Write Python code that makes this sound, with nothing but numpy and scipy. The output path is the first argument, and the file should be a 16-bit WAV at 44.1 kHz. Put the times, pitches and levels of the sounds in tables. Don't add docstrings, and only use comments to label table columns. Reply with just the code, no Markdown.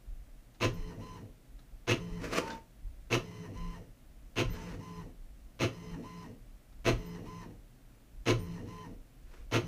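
import sys
import numpy as np
from scipy import signal
from scipy.fft import rfft, irfft, next_fast_len
from scipy.io import wavfile
from scipy.ndimage import map_coordinates

SR = 44100
rng = np.random.default_rng(int(sys.argv[2]) if len(sys.argv) > 2 else 0)


def to_wav(sig):
    pcm = np.clip(np.atleast_2d(sig), -1, 1) * 32767
    pcm = np.round(pcm).astype(np.int16)
    wavfile.write(sys.argv[1], SR, pcm.T)


N = 426447
TIME = np.arange(N) / SR

# (time [s], gear rasp [dB], gear squeak [dB], case shudder [dB], desk boom [dB], outward sweep [s])
PRINT_CYCLES = [(0.602, -32, -45, -27.5, -30, 0.27), (1.870, -30, -38, -26.5, -41, 0.28),
                (3.102, -31, -39, -26.5, -48, 0.31), (4.358, -33, -36.5, -28.5, -27.5, 0.31),
                (5.592, -32, -40.5, -27, -46, .31), (6.845, -30.5, -47, -25, -35, .28),
                (8.256, -30, -55, -25.5, -25.5, 0.28), (9.513, -30.5, -44, -26, -38, .28)]
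# (frequency [Hz], level [dB])
CASE_MODES = [(118, -34), (218, -50), (260, -41), (303, -46), (344, -36.5), (372, -42), (432, -48.5),
              (533, -50.5), (646, -49)]
# (frequency [Hz], level [dB])
GEAR_SPECTRUM = [(120, -15), (200, -9), (357, -14.5), (433, -7), (534, -5.5), (601, -22), (667, -10),
                 (822, -21.5), (1030, -17), (1680, -16.5), (2620, -16), (3530, -22), (4900, -27),
                 (6400, -23), (7000, -33), (9100, -66), (15400, -120)]
# (frequency [Hz], width [Hz], level [dB])
PANEL_MODES = [(893, 30, -1.5), (1026, 22, 5.5), (1198, 20, -1), (1278, 33, -0.5), (1427, 76, -6),
               (1950, 23, -7), (2127, 18, 2), (2257, 13, 2.5), (2573, 47, -2), (2627, 95, 2.5),
               (2690, 100, -10), (2940, 25, -11), (3050, 23, -3.5), (3286, 57, -10), (4102, 117, -7),
               (6450, 75, -10.5)]
# (frequency [Hz], width [Hz], level [dB])
FLANK_MODES = [(2720, 580, 0)]
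# (frequency [Hz], level [dB])
PAPER_SPECTRUM = [(5000, -30), (7000, -22), (8000, 5), (10500, 1), (15500, -3)]
# (multiple of the whine [ratio], level [dB])
WHINE_OVERTONES = [(2, 1), (3, 1), (4, -4), (5, -4), (6, -2)]
# (multiple of the tooth rate [ratio], level [dB])
BELT_PARTIALS = [(.5, -9), (1, 1), (2.5, -9)]
# (frequency [Hz], level [dB])
RAIL_SPECTRUM = [(680, -11), (1150, 1), (1510, -9.5), (1680, -22), (1980, -4.5), (2520, -6.5), (3040, -7.5),
                 (3410, -16), (3990, -10.5), (4530, -26), (5880, -6), (7170, -18), (14000, -25.5)]
# (frequency [Hz], width [Hz], level [dB])
RAIL_RESONANCES = [(893, 49, 8.5), (1967, 180, 8), (2850, 190, -3.5), (4160, 200, 0.5), (5330, 170, -9.5),
                   (6180, 420, -19)]
# (frequency [Hz], level [dB])
ROLL_SPECTRUM = [(41, -37), (70, -23), (113, 5), (140, -3.5), (172, 5.5), (204, -6.5), (280, -6.5),
                 (680, -21), (800, -36), (1040, -62), (1760, -120)]
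# (frequency [Hz], level [dB])
BRAKE_SPECTRUM = [(47, -37), (80, 1), (161, -1.5), (270, -2), (374, -11), (472, -9.5), (776, -21.5),
                  (1000, -37), (1300, -55), (2200, -120)]
# (time of peak [s], level [dB], half length [s])
SCRAPE_SWELLS = [(2.253, -42.5, 0.038), (2.337, -34.5, 0.025), (2.379, -29.5, 0.018), (2.496, -47, 0.075),
                 (4.58, -51.5, 0.082), (4.70, -51.5, 0.067), (7.95, -76, 0.11), (9.354, -59.5, 0.077)]
# (frequency [Hz], level [dB])
SCRAPE_SPECTRUM = [(88, -29), (150, -9), (318, -1.5), (416, -5.5), (545, -2), (772, -14.5), (918, -11.5),
                   (1180, -9), (2500, -12.5), (3400, -21), (5950, -21), (9000, -32.5), (15000, -39)]
# (time [s], frequency [Hz], level [dB], hold [s], time to fall 60 dB [s])
SCRAPE_SQUEAKS = [(2.405, 905, -43, 0.15, 0.22), (2.47, 1500, -51, 0.043, 0.12),
                  (2.497, 1560, -38, 0.01, 0.052), (2.508, 3565, -54, 0.027, 0.073),
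                  (4.57, 906, -52.5, .05, 0.36)]
# (time [s], frequency [Hz], level [dB], hold [s], time to fall 60 dB [s])
TAG_TINKLES = [(.733, 14100, -58, 0.011, 0.13), (4.5, 13950, -53, 0.029, 0.092),
               (6.975, 14000, -68, .01, 0.25), (7.055, 13950, -59, .015, 0.15),
               (8.385, 9000, -59, .015, .15), (8.39, 14000, -62, 0.046, .2), (8.41, 9600, -67, 0.025, .2)]
# (time [s], level [dB])
PLASTIC_TICKS = [(0.546, -61), (1.591, -59), (2.503, -40.5), (6.726, -65)]
# (frequency [Hz], level [dB])
TICK_SPECTRUM = [(200, -23), (800, 7), (1600, 11), (2400, -2), (4000, 6), (7000, -4), (9000, -47),
                 (15000, -33)]
# (time [s], level [dB])
HAND_BUMPS = [(.07, -44.5), (.66, -39), (.78, -44), (2.11, -38.5), (2.83, -38.5), (3.552, -38.5),
              (4.43, -35), (6.92, -37.5), (8.30, -36), (9.379, -39)]
# (frequency [Hz], level [dB])
HAND_SPECTRUM = [(11, -38), (22, 7), (34, 9), (53, 3.5), (75, -13), (85, -6.5), (110, -40), (190, -120)]
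# (frequency [Hz], level [dB])
QUIET_SPECTRUM = [(40, -19), (80, -37), (115, -2.5), (160, -14), (215, -13.5), (270, -12), (400, -23),
                  (630, -21), (900, -29), (2000, -30.5), (4500, -36.5), (15500, -38.5)]
# (frequency [Hz], time to fall 60 dB [s])
ROOM_DECAY = [(120, 0.45), (1000, 0.22), (4000, 0.21), (12000, 0.21)]

WHINE_HZ, BELT_HZ = 1020, 171.8
SWEEP_DELAY_S, TURN_S = .099, .014
RETURN_SAVES_S = .025
WHINE_OUT_DB, WHINE_BACK_DB = -66.5, -55
RUMBLE_OUT_DB, RUMBLE_BACK_DB = -45, -48.5
HISS_DB, GROWL_DB = -59, 3
QUIET_DB = -62.5
TOP_HZ = 15550


def paper_feed(tooth_hz=118, slap_db=2, slap_decay_s=0.0026, panel_db=-4.5, grind_db=0.0, paper_db=-22,
               wander_rad=0.73, shudder_db=-1.0, fill_db=-22, engage_db=-17):
    t = np.arange(SR // 4) / SR
    engage = amp(engage_db) * amp(-60 * t / 0.013)
    effort = envelope(t, attack=0.028, hold=0.022, t60=0.11) + engage
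    shaking = envelope(t, attack=0.048, hold=0.022, t60=0.13)
    slide, rasp, squeak, shake, case = np.zeros((5, N))
    for s, rasp_db, squeak_db, case_db, _, _ in PRINT_CYCLES:
        drive = amp(rasp_db) * effort
        tooth, since = np.divmod(t * tooth_hz * (1 + 0.02 * rng.standard_normal()), 1)
        force = amp(slap_db + 2 * rng.standard_normal(size=64))
        slaps = force.take(tooth.astype(int), mode="wrap") * np.exp(-since / tooth_hz / slap_decay_s)
        teeth = unit(1 + slaps)
        add(slide, s, drive)
        add(rasp, s, drive * teeth)
        add(squeak, s, amp(squeak_db) * effort * teeth)
        swell = amp(case_db) * shaking
        modes = np.zeros(len(t))
        for hz, db in CASE_MODES:
            phase = 2 * np.pi * (hz * t + rng.random()) + wander_rad * wobble(44.0, size=len(t))
            modes += amp(db) * np.sin(phase)
        add(case, s, swell * unit(modes))
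        add(shake, s, swell)
    grinding = amp(grind_db) * coloured(noise(), GEAR_SPECTRUM)
    panels = amp(panel_db) * resonant(noise(), PANEL_MODES)
    gears = rasp * (grinding + panels)
    sheet = slide * amp(paper_db) * coloured(noise(), PAPER_SPECTRUM)
    flanks = squeak * resonant(resonant(noise(), FLANK_MODES), FLANK_MODES)
    shudder = amp(shudder_db) * case + amp(fill_db) * shake * coloured(noise(), BRAKE_SPECTRUM)
    return gears + flanks + sheet, shudder


def carriage(overtone_db=-8, belt_db=-4.5, roll_db=-5, rail_db=-4.0, modes_db=-3.5, brake_db=-3,
             judder_db=-9, rattle_db=-23, waver_db=2):
    speed, whine, hiss, rumble, growl, chafe = travel()
    uneven_speed = speed * (1 + .004 * wobble(110) + .003 * wobble(12))
    turn = 2 * np.pi * np.cumsum(uneven_speed) / SR

    def stack(hz, orders):
        return unit(sum(amp(db + 3.4 * wobble(20)) * np.sin(k * hz * turn) for k, db in orders))

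    uneven = 1 + .18 * wobble(260)
    cruise = speed ** 10
    tone = unit(amp(waver_db * wobble(30)) * np.sin(WHINE_HZ * turn))
    overtones = hiss * cruise * amp(overtone_db) * stack(WHINE_HZ, WHINE_OVERTONES)
    motor = uneven * (whine * tone + overtones)
    sliding = grains(6000) * (1 + 0.1 * np.sin(BELT_HZ * turn))
    rail = amp(rail_db) * coloured(sliding, RAIL_SPECTRUM)
    rail += amp(modes_db) * resonant(sliding, RAIL_RESONANCES)
    body = amp(belt_db) * stack(BELT_HZ, BELT_PARTIALS)
    body += amp(roll_db) * coloured(noise(), ROLL_SPECTRUM)
    judder = amp(brake_db) * coloured(noise(), BRAKE_SPECTRUM)
    judder += amp(judder_db) * speed * stack(BELT_HZ, [(2, 3.5), (3, -4.0)])
    judder += amp(rattle_db) * rail
    bite = resonant(noise(), [(1850, 40, -1.2), (942, 115, -1.1)])
    return motor, hiss * rail + rumble * body + growl * judder + chafe * bite


def travel(speed_up_s=.045, slow_down_s=.075, growl_lag_s=0.0012, growl_width_s=0.053,
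           chafe_lead_s=0.053, chafe_width_s=0.027, chafe_db=-56.0):
    speed, whine, hiss, rumble, growl, chafe = np.zeros((6, N))
    t = np.arange(SR // 2) / SR
    for start, length, whine_db, rumble_db in passes():
        left = length - t
        ramp = np.clip(np.minimum(t / speed_up_s, left / slow_down_s), 0, 1)
        v = np.sin(ramp * np.pi / 2)
        add(speed, start, np.sqrt(v))
        add(whine, start, amp(whine_db) * v ** 4)
        add(hiss, start, amp(HISS_DB) * v ** 1.7)
        add(rumble, start, amp(rumble_db) * v ** .5)
        braking = np.exp(-((left + growl_lag_s) / growl_width_s) ** 2)
        add(growl, start, amp(rumble_db + GROWL_DB) * braking)
        biting = np.exp(-((left - chafe_lead_s) / chafe_width_s) ** 2)
        add(chafe, start, amp(chafe_db) * biting)
    return np.minimum(speed, 1), whine, hiss, rumble, growl, chafe


def passes():
    rows = []
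    for s, *_, sweep in PRINT_CYCLES:
        start = s + SWEEP_DELAY_S
        rows.append((start, sweep, WHINE_OUT_DB, RUMBLE_OUT_DB))
        rows.append((start + sweep + TURN_S, sweep - RETURN_SAVES_S, WHINE_BACK_DB, RUMBLE_BACK_DB))
    return rows


def boom(start_hz=135, sag_per_s=3.8, delay_s=.07, rise_s=0.012, t60=0.4, boom_db=1):
    out, t = np.zeros(N), np.arange(SR // 2) / SR
    phase = 2 * np.pi * np.cumsum(start_hz * np.exp(-sag_per_s * t)) / SR
    for s, _, _, _, db, _ in PRINT_CYCLES:
        level = amp(db + boom_db - 60 * t / t60) * (1 - np.exp(-t / rise_s))
        add(out, s + delay_s, level * np.sin(phase + 2 * np.pi * rng.random()))
    return out


def scrapes(scrape_db=-1, catch_db=2):
    level = sum(amp(db) * np.exp(-((TIME - s) / width) ** 2) for s, db, width in SCRAPE_SWELLS)
    catching = amp(scrape_db + catch_db * wobble(110))
    return level * catching * coloured(grains(12000), SCRAPE_SPECTRUM)


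def ticks(t60=0.067):
    level, t = np.zeros(N), np.arange(SR // 4) / SR
    for s, db in PLASTIC_TICKS:
        add(level, s, amp(db - 60 * t / t60))
    return level * coloured(noise(), TICK_SPECTRUM)


def rings(table, rise_s=0.0067, waver_rad=0.45):
    out, t = np.zeros(N), np.arange(SR // 2) / SR
    for s, hz, db, hold, t60 in table:
        level = amp(db - 60 * np.maximum(t - hold, 0) / t60) * (1 - np.exp(-t / rise_s))
        add(out, s, level * np.sin(2 * np.pi * hz * t + waver_rad * wobble(80, size=len(t))))
    return out


def room(x):
    hz, t, z = signal.stft(rng.standard_normal(SR // 2), SR, nperseg=256)
    fading = amp(-60 * t / along(ROOM_DECAY, hz)[:, None])
    tail = signal.istft(z * fading, SR, nperseg=256)[1]
    late = np.pad(x, (SR // 250, 0))
    return signal.fftconvolve(late, tail / np.linalg.norm(tail))[:N]


def background(tremor_db=-54.5, swell_db=4):
    bumps = sum(amp(db) * envelope(TIME - s, attack=0.021, hold=0.0098, t60=0.49) for s, db in HAND_BUMPS)
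    hand = amp(tremor_db + swell_db * wobble(11)) + bumps
    quiet = amp(QUIET_DB) * coloured(noise(), QUIET_SPECTRUM)
    return quiet + hand * coloured(noise(), HAND_SPECTRUM)


def amp(db):
    return np.exp(np.asarray(db) * (np.log(10) / 20))


def unit(x):
    return x / np.sqrt(np.mean(x ** 2) + 1e-20)


def along(points, hz):
    f, v = np.transpose(points)
    return np.interp(np.log(hz + 1), np.log(f + 1), v)


def wobble(rate, size=N):
    coarse = np.arange(0, size + 64, 64)
    knots = rng.standard_normal(int(size * rate / SR) + 4)
    return np.interp(np.arange(size), coarse, map_coordinates(knots, [coarse * rate / SR]))


def envelope(t, attack, hold, t60):
    return np.clip(t / attack, 0, 1) * amp(-60 * np.maximum(t - attack - hold, 0) / t60)


def filtered(x, response):
    m = next_fast_len(N + SR // 8, True)
    return irfft(rfft(x, m) * response(np.fft.rfftfreq(m, 1 / SR)), m)[:N]


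def coloured(x, spectrum):
    return unit(filtered(x, lambda hz: amp(along(spectrum, hz))))


def resonant(x, modes):
    out = np.zeros(len(x))
    for k, (hz, width, db) in enumerate(modes):
        peak = signal.lfilter(*signal.iirpeak(hz, hz / width, SR), x)
        out += (-1) ** k * amp(db) * peak
    return unit(out)


def noise():
    return rng.standard_normal(N)


def grains(rate):
    return unit(noise() * (rng.random(N) < rate / SR))


def add(track, s, x):
    part = track[max(round(s * SR), 0):][:len(x)]
    part += x[:len(part)]


def scene(room_db=-7, tone_room_db=-17, printer_db=-0.62):
    gears, case = paper_feed()
    motor, slider = carriage()
    clatter = gears + slider + scrapes() + ticks()
    tones = case + motor
    walls = room(amp(room_db) * clatter + amp(tone_room_db) * tones)
    printer = amp(printer_db) * (clatter + tones + boom() + walls)
    return printer + rings(SCRAPE_SQUEAKS) + rings(TAG_TINKLES) + background()


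def record(dry):
    return filtered(dry, lambda hz: hz < TOP_HZ)


dry = scene()
out = record(dry)
to_wav(out)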